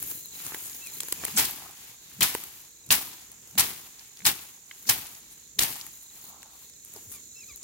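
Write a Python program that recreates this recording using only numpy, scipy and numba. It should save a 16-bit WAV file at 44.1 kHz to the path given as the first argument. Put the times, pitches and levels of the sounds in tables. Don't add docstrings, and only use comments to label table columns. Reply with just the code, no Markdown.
import sys
import numpy as np
from scipy import signal
from scipy.io import wavfile
from scipy.ndimage import uniform_filter1d
from numba import njit

SR = 44100
rng = np.random.default_rng(int(sys.argv[2]) if len(sys.argv) > 2 else 0)


def file_out(sig):
    cols = np.atleast_2d(sig).T
    lim = np.clip(cols, -1, 1)
    pcm = np.round(lim * 32767).astype(np.int16)
    wavfile.write(sys.argv[1], SR, pcm)


def volts(x):
    e = np.asarray(x, float) / 20
    return 10 ** e


N = 336571
PORT_LAG_S = 0.00017


def band(x, lo_hz, hi_hz, order=2):
    y = signal.sosfilt(signal.butter(order, [lo_hz, min(hi_hz, 0.45 * SR)], "band", fs=SR, output="sos"), x)
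    return y / np.sqrt(np.mean(y ** 2))


def walk(rate_hz):
    k = int(SR / rate_hz)
    held = np.repeat(rng.standard_normal(N // k + 1), k)
    return uniform_filter1d(uniform_filter1d(held, k), k)[:N]


@njit
def rings(start, hz, t60, size):
    out = np.zeros((2, N))
    for g in range(len(hz)):
        turn = np.exp(2j * np.pi * hz[g] / SR - np.log(1000.) / (t60[g] * SR))
        for c in range(2):
            z = size[c, g] + 0j
            for i in range(max(start[c, g], 0), min(start[c, g] + int(t60[g] * SR) + 2, N)):
                out[c, i] += z.real
                z *= turn
    return out


def ports(s, lag_s):
    return np.round(SR * np.array([s + lag_s / 2, s - lag_s / 2])).astype(np.int64)


# start_s [s], peak_db [dB], rise_s [s], crush_fade [dB/s], settling_db [dB under peak]
BLOWS = [
    (1.373, -23, 0.024, 250, -12.5),
    (2.2075, -23.5, 0.0025, 450, -30),
    (2.221, -22.5, 0.0086, 217, -13.5),
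    (2.905, -19, 0.015, 280, -18),
    (3.578, -19.5, 0.0074, 900, -30),
    (3.592, -24.5, 0.0067, 237, -12.5),
    (4.252, -21.5, 0.021, 332, -19),
    (4.89, -22, 0.0045, 288, -16),
    (5.587, -28.5, 0.0041, 903, -32),
    (5.599, -26.5, 0.027, 325, -11),
]
# crush_db, settling_db, before_contact_db, at_rest_db [dB]
LAYERS = [
    (0.5, 3.5, -37, -63.5),
    (0, 1.5, -38, -72),
    (-11, -6, -40, -80),
    (-10, -3, -23, -87),
]


def blows(t):
    s, db, rise, fade, settle_db = (c[:, None] for c in np.transpose(BLOWS))
    hit = t >= s
    after = t - s - rise
    past = np.maximum(after, 0)
    rising_db = -5.5 * np.clip(-after / rise, 0, 1)
    crush = hit * volts(db + rising_db - fade * past) ** 2
    settling = hit * volts(db + settle_db + rising_db - 72 * past) ** 2
    nearing = ~hit * volts(db - 420 * np.abs(t - s)) ** 2
    rest = np.ones(len(t))
    return volts(LAYERS) ** 2 @ np.array([crush.sum(0), settling.sum(0), nearing.sum(0), rest])


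def swells(t, rows, twigs_db):
    s, length, db, dry_db, weight_db = np.transpose(rows)
    shares_db = [db + dry_db, db, db + twigs_db - 0.42 * dry_db, db + weight_db]
    return volts(shares_db) ** 2 @ np.exp(-((t - s[:, None]) / length[:, None]) ** 2)


# start_s [s], length_s [s], level_db [dB], dryness_db [dB], ground_weight_db [dB]
STEPS = [(0.056, 0.12, -50.5, 11.5, 3), (0.15, 0.096, -60, 12, 3), (0.347, 0.023, -56.5, 4, 5.5),
         (0.456, 0.081, -47, 5.5, -3.5), (0.632, 0.12, -51.5, 9, -1.5), (0.844, 0.13, -53, 6.5, -2),
         (1.077, 0.14, -50.5, 6, 0), (1.29, 0.1, -44.5, 1.5, -1), (6.615, 0.07, -61, 7.5, 0),
         (6.965, 0.071, -57.5, 5, -6), (7.06, 0.19, -64, 8, 9.5), (7.167, 0.03, -59.5, 5, -8),
         (7.458, 0.08, -63.5, 8, 6.5), (7.63, 0.05, -63, 2, 7)]


def footsteps(t):
    return swells(t, STEPS, twigs_db=-7.5)


# start_s [s], length_s [s], level_db [dB], dryness_db [dB], ground_weight_db [dB]
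STIRS = [(1.647, 0.056, -55, -30, 1), (1.84, 0.082, -51.5, 0.5, -7), (2.157, 0.12, -55.5, 1, -1),
         (2.58, 0.08, -55.5, 3, -7), (3.347, 0.43, -60.5, -5, 1), (3.52, 0.041, -70, 11, 2),
         (4.03, 0.067, -56, 0, -17), (4.194, 0.044, -58, 0, -5), (4.743, 0.059, -57.5, 0, -22),
         (4.855, 0.077, -58, 7, 1), (5.333, 0.17, -62.5, 2, 1.5), (5.96, 0.085, -72.5, 19.5, 0),
         (6.19, 0.083, -58, 3.5, -2), (6.33, 0.11, -64.5, -37, 7), (6.502, 0.089, -65.5, -32, 0)]


def stirring(t):
    return swells(t, STIRS, twigs_db=-9.5)


def crackle(count, lo_hz, hi_hz, cycles, spread_db, lumps_db, lean_db=2.5):
    when, pitch, luck = rng.random((3, count))
    lag, lean, sign = rng.standard_normal((3, count))
    hz = lo_hz * (hi_hz / lo_hz) ** pitch
    size = np.sign(sign) * volts(-spread_db * np.log(luck + 1e-4))
    size = size * volts(lean_db * np.array([lean, -lean]))
    cracks = rings(ports(when * N / SR, PORT_LAG_S * lag), hz, cycles / hz, size)
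    return band(cracks, 0.85 * lo_hz, 1.17 * hi_hz, order=3) * volts(lumps_db)


def brush():
    t = np.arange(N // 32 + 2) * 32 / SR
    power = blows(t) + footsteps(t) + stirring(t)
    gains = [np.interp(np.arange(N) / SR, t, np.sqrt(p)) for p in power]
    blade_gain, stalk_gain, twig_gain, ground_gain = gains
    lumps = walk(70)
    blades = crackle(50000, 11000, 17800, cycles=5.4, spread_db=2.0, lumps_db=0.9 * lumps + 1.6 * walk(90))
    stalks = crackle(60000, 1836, 10600, cycles=1.25, spread_db=1.5, lumps_db=0.9 * lumps)
    twigs = crackle(6000, 718, 1300, cycles=6.9, spread_db=0.0, lumps_db=2.0 * lumps, lean_db=3.0)
    ground = crackle(2500, 107.5, 407, cycles=0.71, spread_db=0.5, lumps_db=-2.0, lean_db=3.2)
    hand = band(rng.standard_normal(N), 59.4, 81) * volts(np.array([[-11.5], [-12.5]]))
    out = blades * blade_gain * volts(2.5)
    out += stalks * stalk_gain * volts(2.0)
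    out += twigs * twig_gain * volts(-1.5)
    out += (ground + hand) * ground_gain * volts(-5.0)
    return out


def crack_swells(rows, octaves, count=260, sudden=False):
    s, db, hz, length = (c[:, None] for c in np.transpose(rows))
    when, tune, lag, luck = np.moveaxis(rng.standard_normal((len(s), 4, count)), 1, 0)
    if sudden:
        when = 1.5 * np.abs(when) - 0.8
    spread = octaves * np.where(hz < 2000, 2.2, 1)
    pitch = np.clip(hz * 2 ** (spread * tune), 200, 16500)
    size = luck * volts(db) * np.sqrt(length * pitch / count * 7)
    size = np.array([size.ravel()] * 2)
    start = ports((s + length * when).ravel(), PORT_LAG_S * lag.ravel())
    pitch = pitch.ravel()
    t60 = 9 / pitch
    return 1.49 * (rings(start, pitch, t60, size) - rings(start, pitch, 0.31 * t60, size))


# start_s [s], level_db [dB], pitch_hz [Hz], length_s [s]
CRUNCHES = [(1.375, -16.5, 6500, 0.00098), (1.3805, -13, 13000, 0.00098), (1.387, -17.5, 12100, 0.0017),
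            (1.398, -20, 8050, 0.0015), (1.4535, -22, 7900, 0.0017), (2.231, -15.5, 9100, 0.0027),
            (2.914, -30, 13000, 0.00084), (2.9255, -13.5, 9100, 0.0028), (2.932, -31, 6030, 0.00074),
            (3.584, -25, 8200, 0.0016), (3.5965, -12, 7960, 0.0014), (3.607, -16, 9000, 0.0026),
            (4.264, -10, 10800, 0.00079), (4.2695, -10.5, 8800, 0.0012), (4.896, -14, 6760, 0.0024),
            (5.5913, -14, 3900, 0.00094), (5.5938, -14, 8340, 0.0014), (5.624, -15.5, 6600, 0.00042),
            (5.635, -15.5, 9200, 0.00091)]


def crunches():
    return crack_swells(CRUNCHES, octaves=0.45)


# start_s [s], peak_db [dB], pitch_hz [Hz], left_minus_right_db [dB]
CRACKS = [(0.0267, -13.5, 13200, -0.5), (0.037, -35, 11400, 11), (0.2581, -26, 13000, 10),
          (0.9852, -25, 12300, -10), (1.0034, -20.5, 3640, -3.5), (1.123, -19, 4080, 0.5),
          (1.51, -16, 14500, 2.5), (2.207, -9.5, 8700, 4.5), (2.2206, -7, 2970, 3.5),
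          (2.232, -8, 11700, 10.5), (2.241, -10, 11300, -2), (2.9056, -3, 3680, 1),
          (3.317, -27, 12100, -0.5), (3.51, -37, 7150, -9), (3.9943, -30, 5170, -6),
          (4.191, -33, 6440, 1.5), (4.2544, -5.5, 4660, 1), (4.2475, -24, 8000, 2), (4.8244, -45, 6960, -5),
          (4.8946, -4.5, 6600, 0.5), (4.8993, 1, 12500, -3), (0.209, -26, 12650, -5),
          (0.586, -27, 11000, 1), (1.265, -30, 2480, -3), (6.421, -38, 4150, 0), (7.118, -26, 11900, 6.5),
          (6.736, -38, 5530, -3), (6.242, -29, 13200, -4), (6.849, -28, 9700, -4),
          (6.938, -27, 12600, -7.5), (7.56, -26, 13000, 2.5)]
# start_s [s], peak_db [dB], pitch_hz [Hz], stem_1_4khz_db [dB], knock_below_1khz_db [dB]
STEMS = [(0.402, -32, 12300, 8, -19), (0.4655, -17, 11200, -8, -21), (0.5208, -31.5, 1960, -29, 1),
         (0.5455, -19.5, 12800, 6, -5.5), (1.005, -10.5, 11800, -12, -30), (1.085, -18.5, 12500, -1.5, -16),
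         (1.125, -5, 11300, -8, -17), (1.2376, -23, 1520, -14, -6), (1.251, -8, 11800, -7, -27),
         (1.282, -23.5, 12100, 7, -5), (2.1142, -39, 1730, -15, -28), (2.35, -12, 12200, 3, -1.5),
         (2.438, -21, 11900, -7, -29), (3.554, -36.5, 7200, 7, -3), (4.172, -33, 6000, -15, -28),
         (4.2043, -35, 2400, -8, -20), (4.22, -36, 2300, -6, -18), (4.712, -28, 2390, -20, -41),
         (4.8546, -44, 5190, 16, -22), (1.034, -30.5, 6030, 2, -2.5), (5.8658, -23, 12300, -5, -42),
         (6.4298, -31.5, 7300, 5, -13.5), (6.9636, -31.5, 6850, -18, -5)]


def snaps(count=8):
    rows = [(s, db, hz, -35, -41, pan) for s, db, hz, pan in CRACKS]
    rows += [(*row, -1) for row in STEMS]
    s, peak_db, hz, stem_db, knock_db, pan_db = (c[:, None] for c in np.transpose(rows))
    chance = rng.standard_normal((len(s), 3, 2 * count + 3))
    ladder = np.linspace(0, 1, count) + 0 * s
    thin = np.arange(len(s))[:, None] < len(CRACKS)
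    lowest = hz * np.where(thin, 0.82, np.where(hz < 5000, 0.72, 0.6))
    splinters = lowest * (np.minimum(1.63 * hz, 15500) / lowest) ** ladder
    stem = 1500 * 3.11 ** ladder
    pitch = np.hstack([hz, splinters, stem, 400 + 0 * s, 850 + 0 * s]) * 2 ** (0.13 * chance[:, 0])
    parts_db = [0 * s - 8, 0 * ladder - 9, stem_db - 19 + 0 * ladder, knock_db - 3, knock_db - 5]
    db = peak_db + np.hstack(parts_db)
    ring = np.clip(28 / pitch, 0.004, 0.013)
    trailing = (pitch > 3000) * (np.arange(pitch.shape[1]) % 3 > 0)
    late = 0.001 * np.minimum(chance[:, 1] ** 2, 3) * trailing
    size = volts(db - 270 * late) * np.sign(chance[:, 2]) * volts(np.array([pan_db, -pan_db]) / 2)
    size = size.reshape(2, -1)
    lag = -0.00002 * pan_db + 0.5 * PORT_LAG_S * chance[:, 2] * (pitch > 1000)
    start = ports((s + late).ravel(), lag.ravel())
    pitch, ring = pitch.ravel(), ring.ravel()
    soft = rings(start, pitch, 0.092 * ring, size * (pitch < 5000))
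    return 0.99 * (rings(start, pitch, ring, size) - soft)


# start_s [s, the blow], swish_db [dB], top_pitch_hz [Hz]
SWINGS = [
    (1.371, -33.5, 231),
    (2.205, -40.5, 192),
    (2.908, -41.5, 187),
    (3.579, -39, 202),
    (4.25, -47, 202),
    (4.891, -47, 202),
    (5.589, -52, 200),
]
# start_s [s], peak_db [dB], pitch_hz [Hz], swell_s [s]
THUDS = [(1.385, -50, 150, .006), (2.226, -42, 137, 0.0048), (2.92, -38.5, 318, 0.013),
         (3.596, -40, 151, 0.0057), (3.62, -43, 138, 0.006), (4.261, -42, 142, .006),
         (4.896, -35, 151, 0.0065), (5.613, -45, 125, 0.0056), (6.959, -42.5, 486, 0.0044),
         (7.07, -48, 134, 0.012), (7.509, -55.5, 95.5, 0.017)]


def stick():
    t, out = np.arange(N) / SR, np.zeros(N)
    wobble, flutter_db = walk(130), 3.5 * walk(120)
    lead_s = 0.0116
    for s, swish_db, top_hz in SWINGS:
        speed = np.exp(np.minimum(t - s + lead_s, 0) / 0.063)
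        turn = 2 * np.pi * np.cumsum(top_hz * speed * (1 + 0.19 * wobble)) / SR
        stop = np.clip((s + 0.004 - t) / lead_s, 0, 1)
        out += volts(swish_db + flutter_db) * speed ** 3.5 * stop * np.sin(turn)
    for s, db, hz, swell in THUDS:
        after = np.maximum(t - s, 0)
        envelope = after / swell * np.exp(1 - after / swell)
        out += volts(db) * envelope * np.sin(2 * np.pi * hz * after / (1 + 9.9 * after))
    return out


# start_s [s], level_db [dB], pitch_hz [Hz], length_s [s]
RUSTLES = [(0.034, -47, 13500, 0.0041), (0.0745, -33, 12900, 0.00099), (0.112, -32, 13900, 0.0076),
           (0.223, -63, 12900, 0.0073), (0.26, -59, 13000, 0.0031), (0.463, -56, 1630, 0.039),
           (0.53, -49.5, 1300, 0.029), (0.657, -41.5, 9800, 0.018), (1.37, -23.5, 8000, 0.0048),
           (4.88, -33, 5860, 0.0065), (4.884, -34.5, 12500, 0.009), (6.286, -43, 14400, 0.013),
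           (6.4, -60, 14200, 0.044), (6.029, -47, 12100, 0.0091), (6.968, -56, 890, 0.012),
           (5.323, -47, 11000, 0.0088), (7.131, -41, 10600, 0.017), (7.571, -54, 13000, 0.0054),
           (7.625, -65, 9000, 0.005)]


def rustles():
    return crack_swells(RUSTLES, octaves=0.21)


# start_s [s], level_db [dB], pitch_hz [Hz], length_s [s]
TICKS = [(0.0315, -41, 13000, 0.00057), (0.0377, -35, 11900, 0.0028), (0.0745, -41, 13000, 0.0012),
         (0.1144, -28, 13100, 0.0012), (0.2584, -50, 13100, 0.0017), (0.4519, -34, 11600, 0.0015),
         (0.6555, -38, 10700, 0.0013), (0.6975, -34, 10600, 0.00097), (0.7306, -41, 5700, 0.00088),
         (0.7468, -38, 10400, 0.0022), (0.7606, -45, 13500, 0.0016), (0.8635, -34, 11700, 0.00069),
         (0.8714, -30.5, 10200, 0.00092), (1.0334, -31, 7800, 0.0011), (1.0482, -43, 9200, 0.0008),
         (1.2465, -28, 9300, 0.00089), (1.2955, -42, 7400, 0.0009), (1.3868, -21, 10400, 0.0012),
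         (1.711, -40, 13200, 0.0013), (2.1932, -48, 12000, 0.001), (2.2217, -22, 3270, 0.00042),
         (2.3453, -29, 11700, 0.0011), (2.8644, -41, 13000, 0.0016), (2.8907, -39, 10600, 0.0012),
         (3.2148, -44, 7700, 0.0016), (3.4755, -44, 12000, 0.0012), (3.5119, -43, 12100, 0.0008),
         (3.9942, -55, 5400, 0.0012), (4.3912, -41, 4400, 0.0008), (4.7122, -44.5, 2290, 0.0014),
         (4.8266, -43, 11300, 0.0011), (4.9962, -36, 13500, 0.0009), (5.0698, -40, 9700, 0.0025),
         (5.1502, -43, 7500, 0.0019), (5.3239, -48, 9100, 0.0011), (5.7566, -32, 9100, 0.00077),
         (5.8027, -38, 9200, 0.0014), (5.8123, -35, 5800, 0.0013), (5.9092, -48, 7800, 0.0021),
         (6.1554, -43, 11000, 0.0013), (6.2529, -42, 13300, 0.0013), (6.2955, -52, 13300, 0.0018),
         (6.4305, -44, 8650, 0.0016), (6.6979, -42, 10700, 0.0015), (6.8585, -46, 9000, 0.001),
         (6.9605, -43, 8100, 0.0011), (7.124, -36, 12000, 0.0015), (7.1324, -46, 12400, 0.0011),
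         (7.5743, -44, 11800, 0.0014), (7.6297, -37, 7600, 0.0011)]


def ticks():
    return crack_swells(TICKS, octaves=0.4, count=60, sudden=True)


# start_s [s], hold_s [s], top_pitch_hz [Hz], level_db [dB], half_pitch_db [dB below]
PLANTING = [
    (.81, 0.045, 2690, -51.5, -27),
    (1.18, 0.0074, 2600, -54, -20),
]
# start_s [s], hold_s [s], top_pitch_hz [Hz], level_db [dB], half_pitch_db [dB below]
LIFTING = [
    (7.122, 0.034, 2435, -62, -4.5),
    (7.352, 0.055, 2695, -55, -32),
    (7.476, 0.0137, 2585, -53.5, -11),
]


def sandal():
    t, out = np.arange(N) / SR, np.zeros(N)
    shake, tremble = walk(500), walk(200)
    slide_s, tail_s = 0.0343, 0.035
    for squeaks, octave_db in ((PLANTING, -18), (LIFTING, -3)):
        for s, hold, hz, db, half_db in squeaks:
            slid = np.clip((t - s - hold) / slide_s, 0, 1)
            grip = 1 - 0.038 * np.exp(-np.maximum(t - s, 0) / 0.0178) - 0.14 * slid
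            turn = 2 * np.pi * np.cumsum(hz * grip * (1 + (0.012 + 0.04 * slid) * shake)) / SR
            end = s + hold + slide_s + tail_s
            fade = np.clip(np.minimum((t - s) / 0.014, (end - t) / 0.039), 0, 1)
            fade = fade * volts(db - 7.5 * slid ** 3) * volts((3 + 4 * slid) * tremble)
            half = volts(half_db) * (np.sin(turn / 2) + np.sin(3 * turn / 2))
            octave = volts(octave_db - 18 * slid ** 2) * np.sin(2 * turn)
            out += np.sqrt(2) * fade * (np.sin(turn) + octave + half)
    return out * volts(np.array([[1.5], [-1.5]]))


# start_s [s], level_db [dB], left_minus_right_db [dB]
KATYDID = [
    (0.0, -47, -8),
    (0.27, -48, -5),
    (1.36, -46.5, -7),
    (1.64, -54.5, -7),
    (5.61, -54.5, -9.5),
    (5.739, -50.5, -8),
    (6.5, -55, -7),
    (7.29, -48.5, -6.5),
    (7.63, -49, -4),
]
# pitch_hz [Hz], width_hz [Hz], level_db [dB], stroke_rate [strokes/s]
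KATYDID_WINGS = [
    (6595, 1000, -3.5, 51),
    (7060, 810, 0.5, 53),
    (7100, 2900, -5.5, 190),
]


def katydids():
    t = np.arange(N) / SR
    buzz = 0
    for hz, width_hz, db, rate in KATYDID_WINGS:
        stroke = np.cumsum(rate * (1 + 0.0215 * walk(2.5))) / SR % 1
        gate = 0.3 + np.exp(-((stroke - 0.5) / 0.37) ** 2)
        rasp = band(rng.standard_normal((2, N)), hz - width_hz / 2, hz + width_hz / 2, order=3)
        buzz = buzz + volts(db + 0.5 * walk(15.0)) * gate * rasp
    s, db, pan_db = np.transpose(KATYDID)
    lean_db = np.interp(t, s, pan_db) * np.array([[0.5], [-0.5]])
    return volts(np.interp(t, s, db) - 2.45 + lean_db) * buzz


# start_s [s, last quick pulse], level_db [dB], quick_pulses [count], slow_pulses [count]
CHIRPS = [(0.255, -57.5, 5, 3.6), (0.905, -57, 4, 3), (2.071, -73, 4, 3), (2.733, -68, 8, 3.6),
          (3.38, -80, 5, 2), (4.045, -74, 4.5, 3.3), (4.71, -76, 4, 2.6), (5.359, -68, 6, 3),
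          (6.065, -64, 7, 3), (6.73, -66.5, 5, 3.3), (7.371, -60.5, 6, 5.1)]


def cricket():
    t = np.arange(N) / SR
    song, glide = np.zeros(N), np.zeros(N)
    for s, db, quick, slow in CHIRPS:
        gap = np.where(t < s, 0.025, 0.0355)
        beat = np.round((t - s) / gap)
        on = (beat > -round(quick)) * (beat <= round(slow))
        stroke = np.clip((t - s - beat * gap) / 0.027, -0.5, 0.5)
        song += on * volts(db + 0.4 * np.clip(beat, -9, 2)) * np.cos(np.pi * stroke)
        glide -= on * 0.0804 * stroke
    turn = 2 * np.pi * np.cumsum(4050 * (1 + glide + 0.025 * walk(300))) / SR
    near = 1.9 * song * volts(4.5 * walk(220)) * np.sin(turn + np.array([[0.6], [-0.6]]))
    far = volts(-65.5 + 4.4 * walk(10)) * band(rng.standard_normal((2, N)), 3500, 4540)
    return near + far


# pitch_hz [Hz], level_db [dB per Hz]
NIGHT_SPECTRUM = [(24, -39), (40, 17.5), (290, 10.5), (570, 6.5), (810, -54), (1340, 0.5), (2500, 3),
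                  (3060, -17), (3930, -29), (5440, -32.5), (7000, 61.5), (7930, -8), (13400, 3.5),
                  (16000, 4.5)]


def night():
    out = 0
    hz_at, db_at = np.transpose(NIGHT_SPECTRUM)
    for hz in 30 * 2 ** np.arange(0, 9.2, 1 / 3):
        air = rng.standard_normal((3, N))
        apart = np.clip(hz / 1200, 0.12, 3)
        db = np.interp(np.log(hz), np.log(hz_at), db_at) + 10 * np.log10(hz) + 2 * walk(9)
        lean = volts(min(40 / hz, 1.5) * (hz < 150) * np.array([[1], [-1]]))
        noise = band(air[0] + apart * air[1:], hz / 2 ** (1 / 6), hz * 2 ** (1 / 6))
        out = out + volts(db) * lean * noise
    return out * volts(-59) / np.sqrt(np.mean(out ** 2))


def scene():
    struck = brush() + crunches() + snaps() + stick()
    handled = rustles() + ticks() + sandal()
    return struck + handled + katydids() + cricket() + night()


def top_cut(x):
    return signal.sosfilt(signal.butter(12, 16810, fs=SR, output="sos"), x)


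def record(dry):
    treble = signal.sosfilt(signal.butter(1, 7000, "high", fs=SR, output="sos"), dry)
    loud = 0.9 * np.tanh((dry + 0.22 * np.array([[1], [-1]]) * treble) / 0.9)
    bend = signal.sosfilt(signal.butter(2, [50, 177], "band", fs=SR, output="sos"), loud ** 2)
    bent = loud + volts(-5) * bend * np.array([[1], [0.1]])
    cut = signal.sosfiltfilt(signal.ellip(8, 0.1, 60, 15800, fs=SR, output="sos"), bent)
    return top_cut(cut)


dry = scene()
out = record(dry)
file_out(out)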